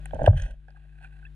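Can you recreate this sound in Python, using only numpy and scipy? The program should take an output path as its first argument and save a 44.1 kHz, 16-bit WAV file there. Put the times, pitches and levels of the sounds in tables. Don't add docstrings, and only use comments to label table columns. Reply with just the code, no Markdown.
import sys
import numpy as np
from scipy import signal
from scipy.fft import rfft, irfft, next_fast_len
from scipy.io import wavfile
from scipy.ndimage import uniform_filter1d, minimum_filter1d, map_coordinates

SR = 44100
rng = np.random.default_rng(int(sys.argv[2]) if len(sys.argv) > 2 else 0)


def to_wav(s):
    ch = np.atleast_2d(s).T
    pcm = np.round(np.clip(ch, -1, 1) * 32767)
    wavfile.write(sys.argv[1], SR, pcm.astype(np.int16))


N = 59535
TIME = np.arange(N) / SR
FFT_SIZE = next_fast_len(N + SR // 2)
SIDE = np.array([[1], [-1]])


def amp(db):
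    return 10 ** (np.asarray(db) / 20)


def unit(x):
    return x / np.sqrt(np.mean(x ** 2) + 1e-20)


def along(points, hz):
    f, value = np.transpose(points)
    return np.interp(np.log(hz + 1), np.log(f + 1), value)


def level(points):
    return amp(np.interp(TIME, *np.transpose(points)))


def filtered(x, response):
    f = np.fft.rfftfreq(FFT_SIZE, 1 / SR)
    return irfft(rfft(x, FFT_SIZE) * response(f), FFT_SIZE)[..., :N]


def resonance(f, hz, width):
    return 1j * f * width / (hz * hz - f * f + 1j * f * width)


def lowpass(f, hz, order):
    b, a = signal.butter(order, 1, analog=True)
    return np.polyval(b, 1j * f / hz) / np.polyval(a, 1j * f / hz)


def case_response(contact):
    # f/Hz, width/Hz, then level/dB for soft, scrape, hard and silt touches
    rings = [(613.7, 180, 9, -4, -4.5, -21), (761, 170, -1.5, -6.5, 11, -5.5),
             (1584, 233, -6.5, 5.5, 18, 5.5), (1808, 330, -44, -1.5, -12.5, -8),
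             (2556, 270, -35, -4, 5.5, -5), (3070, 360, -36.5, -4, 1, -22),
             (4050, 580, -43.5, -18, -9.5, -21), (6040, 550, -59.5, -15.5, -17.5, -38),
             (8850, 1800, -59.5, -22.5, -14, -28)]
    # f/Hz, width/Hz, level/dB (the first is a small lift)
    gaps = [(334, 310, 3), (1280, 700, -15), (2137, 400, -17.5), (5035, 700, -9.5)]
    column = ["soft", "scrape", "hard", "silt"].index(contact)
    f = np.fft.rfftfreq(FFT_SIZE, 1 / SR)
    response = sum(amp(db[column]) * resonance(f, hz, width) ** 2 for hz, width, *db in rings)
    for hz, width, db in gaps:
        response *= 1 - (1 - amp(db)) * resonance(f, hz, width)
    return response


def blow(s, db, response, rattle):
    rattle_s = 0.0032
    start = round(s * SR)
    t = (np.arange(N) - start) / SR
    settling = (t >= 0) * np.exp(-np.abs(t) / rattle_s) / np.sqrt(rattle_s * SR / 2)
    chatter = rng.standard_normal((2, N)) * settling
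    ring = filtered(signal.unit_impulse(N, start) + rattle * chatter, response)
    return amp(db) * ring / np.abs(ring).max(axis=1).mean()


def friction(contact, slips_per_s, stereo_width):
    spread_db, clump_db, catches_per_s = 4, 3.5, 110
    slips = (rng.random((3, N)) < slips_per_s / SR) * rng.choice([-1, 1], (3, N))
    slips = slips * amp(spread_db * rng.standard_normal((3, N)))
    grip = map_coordinates(rng.uniform(-0.93, 1, N), [TIME * catches_per_s], mode="mirror")
    stereo = slips[0] + stereo_width * slips[1:]
    return unit(filtered(amp(clump_db * grip) * stereo, lambda f: case_response(contact)))


def hum_and_noise():
    # multiple of the mains frequency, level/dB
    tones = [(1, -36), (2, -67), (3, -45), (4, -71), (5, -65), (7, -68), (9, -75.5)]
    # f/Hz, level/dB
    colour = [(20, -3), (90, 7), (200, -14.5), (400, -28.5), (1200, -21.5), (3500, -23), (5200, -37),
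              (9000, -36.5), (12000, -41.5), (15000, -64.5)]
    mains_hz, pan_db, noise_db = 50, 2.5, -56
    hum = sum(amp(db) * np.sin(2 * np.pi * (k * mains_hz * TIME + rng.random())) for k, db in tones)
    noise = rng.standard_normal(N) + 0.84 * rng.standard_normal((2, N))
    noise = unit(filtered(noise, lambda f: amp(along(colour, f))))
    return hum * amp(pan_db * SIDE) + amp(noise_db) * noise


def ticks():
    # t/s, level/dB, brightness/(dB per octave), ring f/Hz, ring level/dB
    hits = [(0.057, -36.5, 13, 8930, -38.5), (0.0571, -34.5, -2, 1835, -37.5),
            (0.109, -40.5, -6, 3200, -48.5), (0.146, -44, 4.5, 6360, -52), (0.2335, -49, 8.5, 6500, -45.5),
            (0.262, -21, 1, 4233, -37.5), (0.2625, -21.5, -8, 3080, -23), (0.2783, -17.5, -3, 981, -9),
            (0.3305, -26.5, -9.5, 1180, -34.5), (0.365, -33, -3, 1750, -34),
            (0.375, -26.5, 1.5, 1710, -28.5), (0.421, -28.5, 1, 6280, -23),
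            (0.462, -28.5, -5.5, 1830, -34.5), (0.510, -37.5, 6, 8420, -58),
            (0.683, -32.5, -6.5, 4880, -53), (0.705, -40, -2, 4590, -47.5),
            (0.766, -52.5, -14, 1286, -46.5), (1.046, -43.5, 4, 2400, -44.5)]
    ring_sharpness = 4.5
    hard = case_response("hard")
    out = np.zeros((2, N))
    for s, db, bright, hz, ring_db in hits:
        out += blow(s, db, lambda f: hard * amp(bright * np.log2(np.clip(f, 500, 9000))), rattle=0.77)
        out += blow(s, ring_db, lambda f: resonance(f, hz, hz / ring_sharpness) ** 2, rattle=0.4)
    return out


def rubbing():
    # t/s, level/dB
    strength = [(0, -64), (.105, -78), (.128, -57.5), (.138, -46), (.166, -34), (.177, -58), (.195, -36.5),
                (.25, -39), (.284, -19.5), (.305, -26.5), (.34, -32.5), (.37, -48), (.51, -44.5),
                (.55, -52.5), (.58, -78)]
    return level(strength) * friction("soft", slips_per_s=2200, stereo_width=0.051)


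def churn():
    # f/Hz, level/dB
    colour = [(20, -1), (45, 0), (130, -5.5), (200, -10.5), (300, -16), (400, -22.5), (700, -41),
              (3000, -89.5)]
    # t/s, level/dB
    surges = [(.11, -83), (.145, -31), (.18, -44), (.235, -24.5), (.3, -34.5), (.345, -26), (.39, -49.5),
              (.47, -37.5), (.52, -43), (.59, -66.5), (.67, -55), (.98, -69.5), (1.05, -54), (1.11, -67)]
    return level(surges) * unit(filtered(rng.standard_normal(N), lambda f: amp(along(colour, f))))


def shudders():
    # t/s, length/s, f/Hz, level/dB
    shakes = [(0.131, 0.045, 105, -36.5), (0.226, 0.04, 64, -24.5), (0.2765, 0.041, 96.2, 7.5),
              (0.28, 0.069, 45.8, -8), (0.311, 0.071, 134, -10.5), (0.316, 0.12, 86.3, -13),
              (0.327, 0.068, 43.3, -7.5), (0.385, 0.1, 144, -27.5), (0.409, 0.067, 44.6, -9),
              (0.492, 0.055, 41.9, -21), (0.549, 0.063, 36.2, -32.5)]
    fade_share = 0.62
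    out = np.zeros(N)
    for s, length, hz, db in shakes:
        t = TIME - s
        fade = np.clip(np.minimum(t, length - t) / (length * fade_share / 2), 0, 1)
        out += amp(db) * np.sin(np.pi / 2 * fade) ** 2 * np.sin(2 * np.pi * hz * t)
    return out


def knocks():
    # t/s, level/dB
    hits = [(0.134, -22.5), (0.1555, -30.5), (0.193, -25.5), (0.2167, -17), (0.2415, -18.5), (0.2667, -23),
            (0.2744, -9.5), (0.330, -23.5), (0.850, -53)]
    soft = case_response("soft")
    return sum(blow(s, db, lambda f: soft * lowpass(f, hz=2500, order=2), rattle=0.67) for s, db in hits)


def scraping():
    # t/s, level/dB
    strength = [(0, -69.5), (.09, -69), (.2, -69), (.27, -46), (.3, -51.5), (.355, -47), (.376, -29.5),
                (.402, -35.5), (.411, -39), (.424, -35.5), (.465, -40), (.52, -48.5), (.56, -70),
                (.62, -106)]
    return level(strength) * friction("scrape", slips_per_s=2200, stereo_width=0.34)


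def bubbles():
    # t/s, f/Hz, level/dB
    notes = [(0.2593, 2849, -34), (0.379, 1598, -26.5), (0.397, 1654, -23.5), (0.694, 602, -46.5),
             (0.746, 767, -49), (0.760, 1600, -39.5), (0.772, 826, -49), (1.010, 785, -44.5),
             (1.045, 1488, -38), (1.052, 2430, -41), (1.228, 1545, -42), (1.25, 1610, -39.5),
             (1.252, 2630, -37), (1.265, 1753, -42.5), (1.264, 3400, -54.5)]
    rise_s = 0.00256
    out = np.zeros(N)
    for s, hz, db in notes:
        t = np.maximum(TIME - s, 0)
        swell = t / rise_s * np.exp(1 - t / rise_s)
        out += amp(db) * swell * np.sin(2 * np.pi * hz * t)
    return out


def bump():
    peak_s, press_s, release_s = 0.2793, 0.0014, 0.0016
    ring_hz, level_db = 608.4, 10.5
    pan_db, left_lead_rad = 1.65, 0.58
    t = TIME - peak_s
    pressure = np.where(t < 0, np.exp(-(t / press_s) ** 2 / 2), np.exp(-np.abs(t) / release_s))
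    ring = np.cos(2 * np.pi * ring_hz * t + SIDE * left_lead_rad / 2)
    return amp(level_db + pan_db * SIDE) * pressure * ring


def silt():
    # t/s, level/dB
    strength = [(.55, -67.5), (.675, -63), (.69, -48.5), (.735, -64.5), (.77, -57), (.795, -59), (.97, -59),
                (1.02, -52), (1.055, -43.5), (1.09, -58), (1.15, -55.5), (1.21, -60), (1.27, -59),
                (1.32, -72)]
    return level(strength) * friction("silt", slips_per_s=1000, stereo_width=0.18)


def through_case(f):
    # f/Hz, level/dB
    balance = [(300, 6), (600, -2.5), (900, -7), (1600, -5.5), (3000, -2), (6000, -1), (10000, -2)]
    # f/Hz, phase/rad
    lead = [(200, -1.43), (600, -0.5), (1000, 2.2), (1600, 1.3), (3000, 1.35), (6000, 2.1), (10000, 0.76)]
    left_over_right = amp(along(balance, f)) * np.exp(1j * along(lead, f))
    return left_over_right ** (SIDE / 2) * lowpass(f, hz=9800, order=4)


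def scene():
    small_sounds = rubbing() + scraping() + silt() + knocks() + ticks() + bubbles()
    return filtered(small_sounds, through_case) + bump() + shudders() + churn() + hum_and_noise()


def record(dry):
    ceiling, recover_db_per_s, look_s, top_hz = 0.92, 7.5, 0.003, 15700
    window = round(look_s * SR)
    needed_db = -20 * np.log10(np.maximum(np.abs(dry).max(axis=0) / ceiling, 1))
    climb_db = recover_db_per_s * TIME
    gain_db = np.minimum.accumulate(minimum_filter1d(needed_db, window) - climb_db) + climb_db
    smooth_db = uniform_filter1d(uniform_filter1d(gain_db, window), window)
    return filtered(dry * amp(smooth_db), lambda f: f < top_hz)


dry = scene()
out = record(dry)
to_wav(out)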